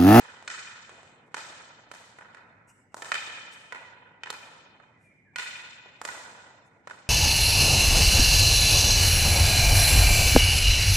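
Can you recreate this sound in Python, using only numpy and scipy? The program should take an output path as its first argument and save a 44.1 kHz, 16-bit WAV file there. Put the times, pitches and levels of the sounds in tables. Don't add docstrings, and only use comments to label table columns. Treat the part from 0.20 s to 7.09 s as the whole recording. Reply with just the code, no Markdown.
import sys
import numpy as np
from scipy import signal
from scipy.fft import rfft, irfft, next_fast_len
from scipy.io import wavfile
from scipy.ndimage import uniform_filter1d

SR = 44100
rng = np.random.default_rng(int(sys.argv[2]) if len(sys.argv) > 2 else 0)


def log_audio(samples):
    frames = np.atleast_2d(samples).T
    limited = np.clip(frames, -1, 1)
    pcm = np.round(limited * 32767).astype(np.int16)
    wavfile.write(sys.argv[1], SR, pcm)


N = 303849


def gain_of(db):
    return 10 ** (np.asarray(db) / 20)


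def evened(x):
    return x / np.sqrt(np.mean(x ** 2) + 1e-20)


def read(points, hz):
    point_hz, value = np.transpose(points)
    return np.interp(np.log(hz + 1), np.log(point_hz + 1), value)


def add(mix, start_s, sound):
    at = round(start_s * SR)
    sound = sound[..., max(-at, 0):]
    part = mix[..., max(at, 0):][..., :sound.shape[-1]]
    part += sound[..., :part.shape[-1]]


def coloured(x, points):
    length = x.shape[-1]
    size = next_fast_len(length)
    gain = gain_of(read(points, np.fft.rfftfreq(size, 1 / SR)))
    return irfft(rfft(x, size) * gain, size)[..., :length]


def panned(left_minus_right_db):
    return gain_of([[left_minus_right_db / 2], [-left_minus_right_db / 2]])


def ringing(db):
    log_gain = np.log(gain_of(np.concatenate([db, db[-2:0:-1]])))
    return np.fft.ifft(np.exp(np.conj(signal.hilbert(log_gain)))).real


def softened_db(hz, hard_hz):
    return -10 * np.log10(1 + (hz / hard_hz) ** 4)


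def diffuse(size):
    # freq_hz, correlation
    likeness = [(100, 0.91), (300, 0.85), (600, 0.69), (1000, 0.33), (2000, 0), (8000, 0)]
    a, b = rfft(rng.standard_normal((2, size)))
    same = np.clip(read(likeness, np.fft.rfftfreq(size, 1 / SR)), -1, 1)
    return irfft(np.array([a, same * a + np.sqrt(1 - same ** 2) * b]), size)


def scatter(decay_s, size=1024):
    z = rfft(diffuse(size) * np.exp(-np.arange(size) / SR / decay_s))
    local_power = uniform_filter1d(abs(z) ** 2, size=15, axis=1)
    spray = irfft(z / np.sqrt(local_power), size)
    return spray / np.linalg.norm(spray, axis=1, keepdims=True)


def hall(onset_s=0.014, build_s=0.015, lumps_db=1.5, size=65536):
    # freq_hz, t60_s
    decay = [(150, 2.84), (500, 2.66), (1000, 1.88), (2000, 1.514), (3000, 1.724), (5000, 1.33),
             (8000, 1.143), (9800, 0.79), (13000, 0.83)]
    hz, t, z = signal.stft(diffuse(size), SR, nperseg=256)
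    lumps = uniform_filter1d(rng.standard_normal(z.shape[1:]), size=5, axis=1)
    lumps = evened(uniform_filter1d(lumps, size=24, axis=0))
    z = z * gain_of(lumps_db * lumps - 60 * t / read(decay, hz)[:, None])
    late_s = np.maximum(np.arange(size) / SR - onset_s, 0)
    build = 1.05 - np.exp(-late_s / build_s)
    tail = signal.istft(z, SR, nperseg=256)[1][:, :size] * build
    return tail / np.linalg.norm(tail[0])


def blow(colour_db, ring, edge, valley_db=-14):
    # freq_hz, width_hz, flat_face_db, edge_db
    resonances = [(529, 190, -8.5, -6), (890, 79, -10, -4.5), (990, 35, -2, -9), (1318, 67, -19, 0),
                  (1460, 40, 0.5, -18), (1770, 60, -18, -3.5), (1941, 68, -3.5, -22), (2446, 44, -5.5, 2.5),
                  (2509, 20, -3, 1), (3070, 74, -29.5, 4), (3610, 160, 1, -3), (4036, 69, 0.5, -11),
                  (4207, 43, 3, -17.5), (4350, 47, -9.5, -13), (4800, 100, -10.5, -11),
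                  (6730, 630, 9, -4.5), (7400, 510, 12, -8)]
    hz = np.linspace(0, SR / 2, len(colour_db))
    edge = np.clip(edge, 0, 1)
    peaks = 0
    for freq_hz, width_hz, face_db, edge_db in resonances:
        strength = (1 - edge) * gain_of(face_db) ** 2 + edge * gain_of(edge_db) ** 2
        peaks = peaks + strength / (1 + (2 * (hz - freq_hz) / width_hz) ** 2)
    power = (peaks + gain_of(valley_db) ** 2) ** ring
    power = power / uniform_filter1d(power, size=90)
    return ringing(colour_db + 10 * np.log10(power))


def stick_knocks(size=4096):
    # start_s, clack_db, thud_db, hardness_hz, clack_pitch_hz, fizz_db,
    #   edge (0 flat face, 1 edge), early_echo_db, hall_db, thrown_treble_db
    strikes = [(-.25, 3, -4.5, 5000, 1700, 4, 0.5, 0, 3, 1.5),
               (.2776, 3, -13, 5300, 1700, -13, 0.43, 3.5, 3, 2),
               (1.144, 2.5, -1.5, 4540, 1500, -1.5, 0.65, 1, -0.5, 5),
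               (1.7149, -7, -8.5, 4440, 1510, 5.5, 0.69, 1, -2, 6.5),
               (1.9864, -8.5, -13.5, 1980, 1700, 10.5, 0.18, 6.5, 3, -1.5),
               (2.1467, -12.5, -19, 3160, 1660, 4, .28, 8, 4, -3.5),
               (2.7441, -10, -3, 13800, 985, -1, 0.25, 1.5, -1.5, 4.5),
               (2.8218, -1.5, -4.5, 5600, 1750, 2.5, 1, 1.5, 1, 2.5),
               (2.9181, 14, 0.5, 2700, 2030, 0, 0.94, 1, -4.5, 8),
               (3.5233, 1.5, -4, 2430, 2080, 5, 0.092, 5, -1.5, 1),
               (4.0349, 3, -8.5, 2750, 2830, -7, .7, 4.5, 2.5, -4),
               (4.1031, 1.5, -1, 6200, 3920, 8, 0.17, -0.5, -5.5, -3),
               (4.6, -13.5, -20, 1400, 1400, -1, .7, -2, -4.5, 12.5),
               (5.1597, 4.5, -10.5, 3830, 2270, 3.5, 0.091, 8, 4.5, 3.5),
               (5.8155, -6, 1.5, 10200, 1700, 0.5, .4, -14, -2, 4),
               (5.851, 4, -4, 5900, 1530, 3, 0.16, 0, -1, 1.5),
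               (6.673, -4.5, -4.5, 3000, 1400, 4, 0.13, 2, -3, 5.5)]
    # freq_hz, gain_db
    clack_colour = [(30, -55), (450, -33), (930, -7.5), (1650, -3.5), (3100, -8.5), (5100, -6.5),
                    (7300, -2), (8300, 0.5), (9700, -11.5), (13500, -16), (16000, -31)]
    # freq_hz, gain_db
    thud_colour = [(30, -38), (180, -8), (450, -3), (930, 5.5), (1650, -4), (3100, -44), (5100, -20.5),
                   (8300, -20), (9700, -43), (16000, -71)]
    focus_peak_db, focus_octaves, fizz_above_hz = 7, 0.73, 8980
    ring_ball, ring_stick, ring_sweet, sweet_width = 0.15, 1, 1, 0.14
    hz = np.fft.rfftfreq(size, 1 / SR)
    for start_s, stick_db, ball_db, hard_hz, pitch_hz, fizz_db, edge, *room_db in strikes:
        octaves = np.log2((hz + 1) / pitch_hz)
        focus_db = focus_peak_db * np.exp(-(octaves / focus_octaves) ** 2)
        top_db = fizz_db * (1 - 1 / (1 + (hz / fizz_above_hz) ** 20))
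        clack_db = stick_db + read(clack_colour, hz) + softened_db(hz, hard_hz) + focus_db + top_db
        clack = gain_of(clack_db)
        thud = gain_of(ball_db + read(thud_colour, hz))
        stick_share = 1 / (1 + gain_of(ball_db - stick_db) ** 2)
        ring = ring_ball + (ring_stick - ring_ball) * stick_share
        ring = ring + ring_sweet * np.exp(-abs(edge) / sweet_width)
        sound = blow(20 * np.log10(np.hypot(clack, thud)), ring, edge)
        yield start_s, sound, hard_hz, *room_db


def rumble(level_db=-64.5):
    # freq_hz, density_db_per_hz
    air = [(20, -22), (45, -9), (70, -6), (100, 5.5), (150, 5.5), (250, 1), (450, -7), (800, -4.5),
           (1500, -15), (2200, -5), (3200, -78), (6000, -56), (9000, -58), (15000, -68)]
    return gain_of(level_db) * evened(coloured(diffuse(next_fast_len(N)), air))[:, :N]


def mains_hum(freq_hz=100, level_db=-79):
    return gain_of(level_db) * evened(np.sin(2 * np.pi * freq_hz * np.arange(N) / SR))


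def footfalls(size=4096):
    # start_s, level_db, hardness_hz
    steps = [(0.2258, -11, 12000), (0.694, -7, 8400), (.8313, -14, 9900), (5.659, -12.5, 3500)]
    # freq_hz, gain_db
    footfall_colour = [(30, -28), (180, -10.5), (450, 1.5), (930, 0.5), (1650, -7), (3100, -12),
                       (5100, -18.5), (8000, -9), (10000, -26), (16000, -34)]
    early_db, hall_db, treble_db = -2, -1.5, 2
    hz = np.fft.rfftfreq(size, 1 / SR)
    for start_s, level_db, hard_hz in steps:
        sound = ringing(level_db + read(footfall_colour, hz) + softened_db(hz, hard_hz))
        yield start_s, sound, hard_hz, early_db, hall_db, treble_db


def contact(hard_hz, chatter_s=0.0048, push_hz=3800, bounce_s=.0027, bounce=0.31):
    chatter_soft, clean_hz = 0.81, 7910
    chatter = np.clip(chatter_soft / (1 + (hard_hz / clean_hz) ** 2), 0, .95)
    push = np.exp(-2 * np.pi * push_hz * np.arange(32) / SR)
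    push = push / push.sum()
    force = np.sqrt(chatter) * scatter(chatter_s)
    add(force, 0, np.sqrt(1 - chatter) * push)
    add(force, bounce_s, bounce * chatter * push)
    return force


def early_echoes(start_s, early_db, size):
    # delay_s, level_db, smear_s
    echoes = [(.0140, -36, .001), (.0228, -15, 0.0024), (.0252, -10.5, 0.0015), (.0335, -13, .003),
              (.0382, -16, 0.0011)]
    lag_s = -0.001097 + 0.00038 * start_s
    early = np.zeros((2, size))
    for delay_s, level_db, smear_s in echoes:
        add(early, delay_s + lag_s, gain_of(level_db + early_db) * scatter(smear_s))
    return coloured(early, [(1800, 0.0043), (6000, -4)])


def wall_slap(start_s, early_db, size):
    # freq_hz, gain_db
    wall_colour = [(300, -14.5), (930, -10.5), (1550, -1), (3100, -14), (5100, -21), (12000, -21)]
    delay_s, smear_s, start_db, rise_db_per_s, pan_db = .0373, 0.0037, -17, 3, -3.5
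    early_share = .25
    wall = np.zeros((2, size))
    level_db = start_db + rise_db_per_s * start_s + early_db * early_share
    add(wall, delay_s, gain_of(level_db) * scatter(smear_s))
    return coloured(wall, wall_colour) * panned(pan_db)


def impacts_in_hall(tail_db=-1):
    # time_s, left_minus_right_db
    player_pan = [(0, -1.5), (5.2, -2.5), (5.8, -1.5), (6.9, -4)]
    out = np.zeros((2, N))
    sends = np.zeros((3, SR + N))
    impacts = [*stick_knocks(), *footfalls()]
    for k, (start_s, sound, hard_hz, early_db, hall_db, treble_db) in enumerate(impacts):
        throw_db = read([(1400, 0), (3500, treble_db)], np.fft.rfftfreq(256, 1 / SR))
        thrown = signal.fftconvolve(sound, ringing(throw_db))
        early = early_echoes(start_s, early_db, len(sound))
        wall = wall_slap(start_s, early_db, len(sound))
        direct = contact(hard_hz) * panned(np.interp(start_s, *np.transpose(player_pan)))
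        for path, source in (direct, sound), (early, thrown), (wall, thrown):
            add(out, start_s, signal.fftconvolve(path, source[None], axes=1))
        add(sends[k % len(sends)], start_s + 1, gain_of(hall_db) * thrown)
    tails = sum(signal.fftconvolve(send[None], hall(), axes=1)[:, SR:SR + N] for send in sends)
    return out + gain_of(tail_db) * tails


def scuffs(grain=0.37):
    # centre_s, length_s, level_db
    slides = [(1.075, 0.049, -73), (2.499, 0.07, -60), (3.336, 0.066, -54.5), (4.844, 0.16, -69),
              (5.77, 0.046, -72), (6.468, 0.066, -67.5)]
    # freq_hz, gain_db
    slide_colour = [(300, -21), (2300, 7), (2850, 14.5), (3400, -16), (5000, 5.5), (8300, 12), (10000, 0),
                    (14000, -8), (16000, -31)]
    out = np.zeros(N)
    for centre_s, length_s, level_db in slides:
        size = int(length_s * SR)
        grit = rng.standard_normal(size) * np.exp(grain * rng.standard_normal(size))
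        hiss = evened(coloured(grit, slide_colour)) * np.hanning(size)
        add(out, centre_s - length_s / 2, gain_of(level_db) * hiss)
    return out


def squeaks(waver=0.022):
    # start_s, length_s, start_hz, end_hz, peak_db
    chirps = [(1.838, 0.036, 2110, 2050, -67), (4.73, 0.077, 2100, 1944, -62),
              (4.815, 0.12, 2430, 2304, -59.5), (4.902, 0.038, 2120, 2270, -58),
              (5.037, 0.093, 1824, 1543, -60.5), (5.118, 0.077, 2340, 2515, -59)]
    out = np.zeros(N)
    for start_s, length_s, start_hz, end_hz, peak_db in chirps:
        size = int(length_s * SR)
        wobble = evened(uniform_filter1d(rng.standard_normal(size), size=120))
        pitch_hz = np.linspace(start_hz, end_hz, size) * (1 + waver * wobble)
        tone = np.sin(2 * np.pi * np.cumsum(pitch_hz) / SR)
        add(out, start_s, gain_of(peak_db) * tone * np.hanning(size))
    return out


def shoes(direct_db=-2, wet_db=-2):
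    soles = scuffs() + squeaks()
    tail = signal.fftconvolve(soles[None], hall(), axes=1)[:, :N]
    return gain_of(direct_db) * soles + gain_of(wet_db) * tail


def scene():
    return impacts_in_hall() + rumble() + mains_hum() + shoes()


def suppress(x, depth_db=8, knee_db=1.0):
    # freq_hz, threshold_db_per_bin
    quiet = [(200, -110), (450, -83), (1000, -79.5), (2000, -91), (3000, -85.5), (4200, -90.5),
             (6000, -92.5), (8500, -91), (10000, -107.5), (15000, -101)]
    hz, t, z = signal.stft(x, SR, nperseg=1024, noverlap=768)
    power = (abs(z) ** 2).mean(0)
    power = uniform_filter1d(uniform_filter1d(power, size=7, axis=0), size=7, axis=1)
    over_db = 10 * np.log10(abs(power) + 1e-16) - read(quiet, hz)[:, None]
    cut_db = depth_db * (1 - np.tanh(over_db / knee_db)) / 2
    return signal.istft(z * gain_of(-cut_db), SR, nperseg=1024, noverlap=768)[1][:, :N]


def record(dry):
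    # freq_hz, left_minus_right_db
    balance = [(100, 0), (450, 1), (800, -0.5), (1200, -3), (1700, -5), (2100, -6.5), (2700, 6.5),
               (4200, 0.5), (6200, 2), (8000, 5), (9800, -6.5), (12000, 7)]
    band_limit_hz = 15700
    sides = []
    for x, side in zip(dry, (1, -1)):
        sides.append(coloured(x, [(hz, side * db / 2) for hz, db in balance]))
    lowpass = signal.firwin(511, band_limit_hz, window=("kaiser", 9), fs=SR)
    return signal.oaconvolve(suppress(np.array(sides)), lowpass[None], "same", axes=1)


dry = scene()
out = record(dry)
log_audio(out)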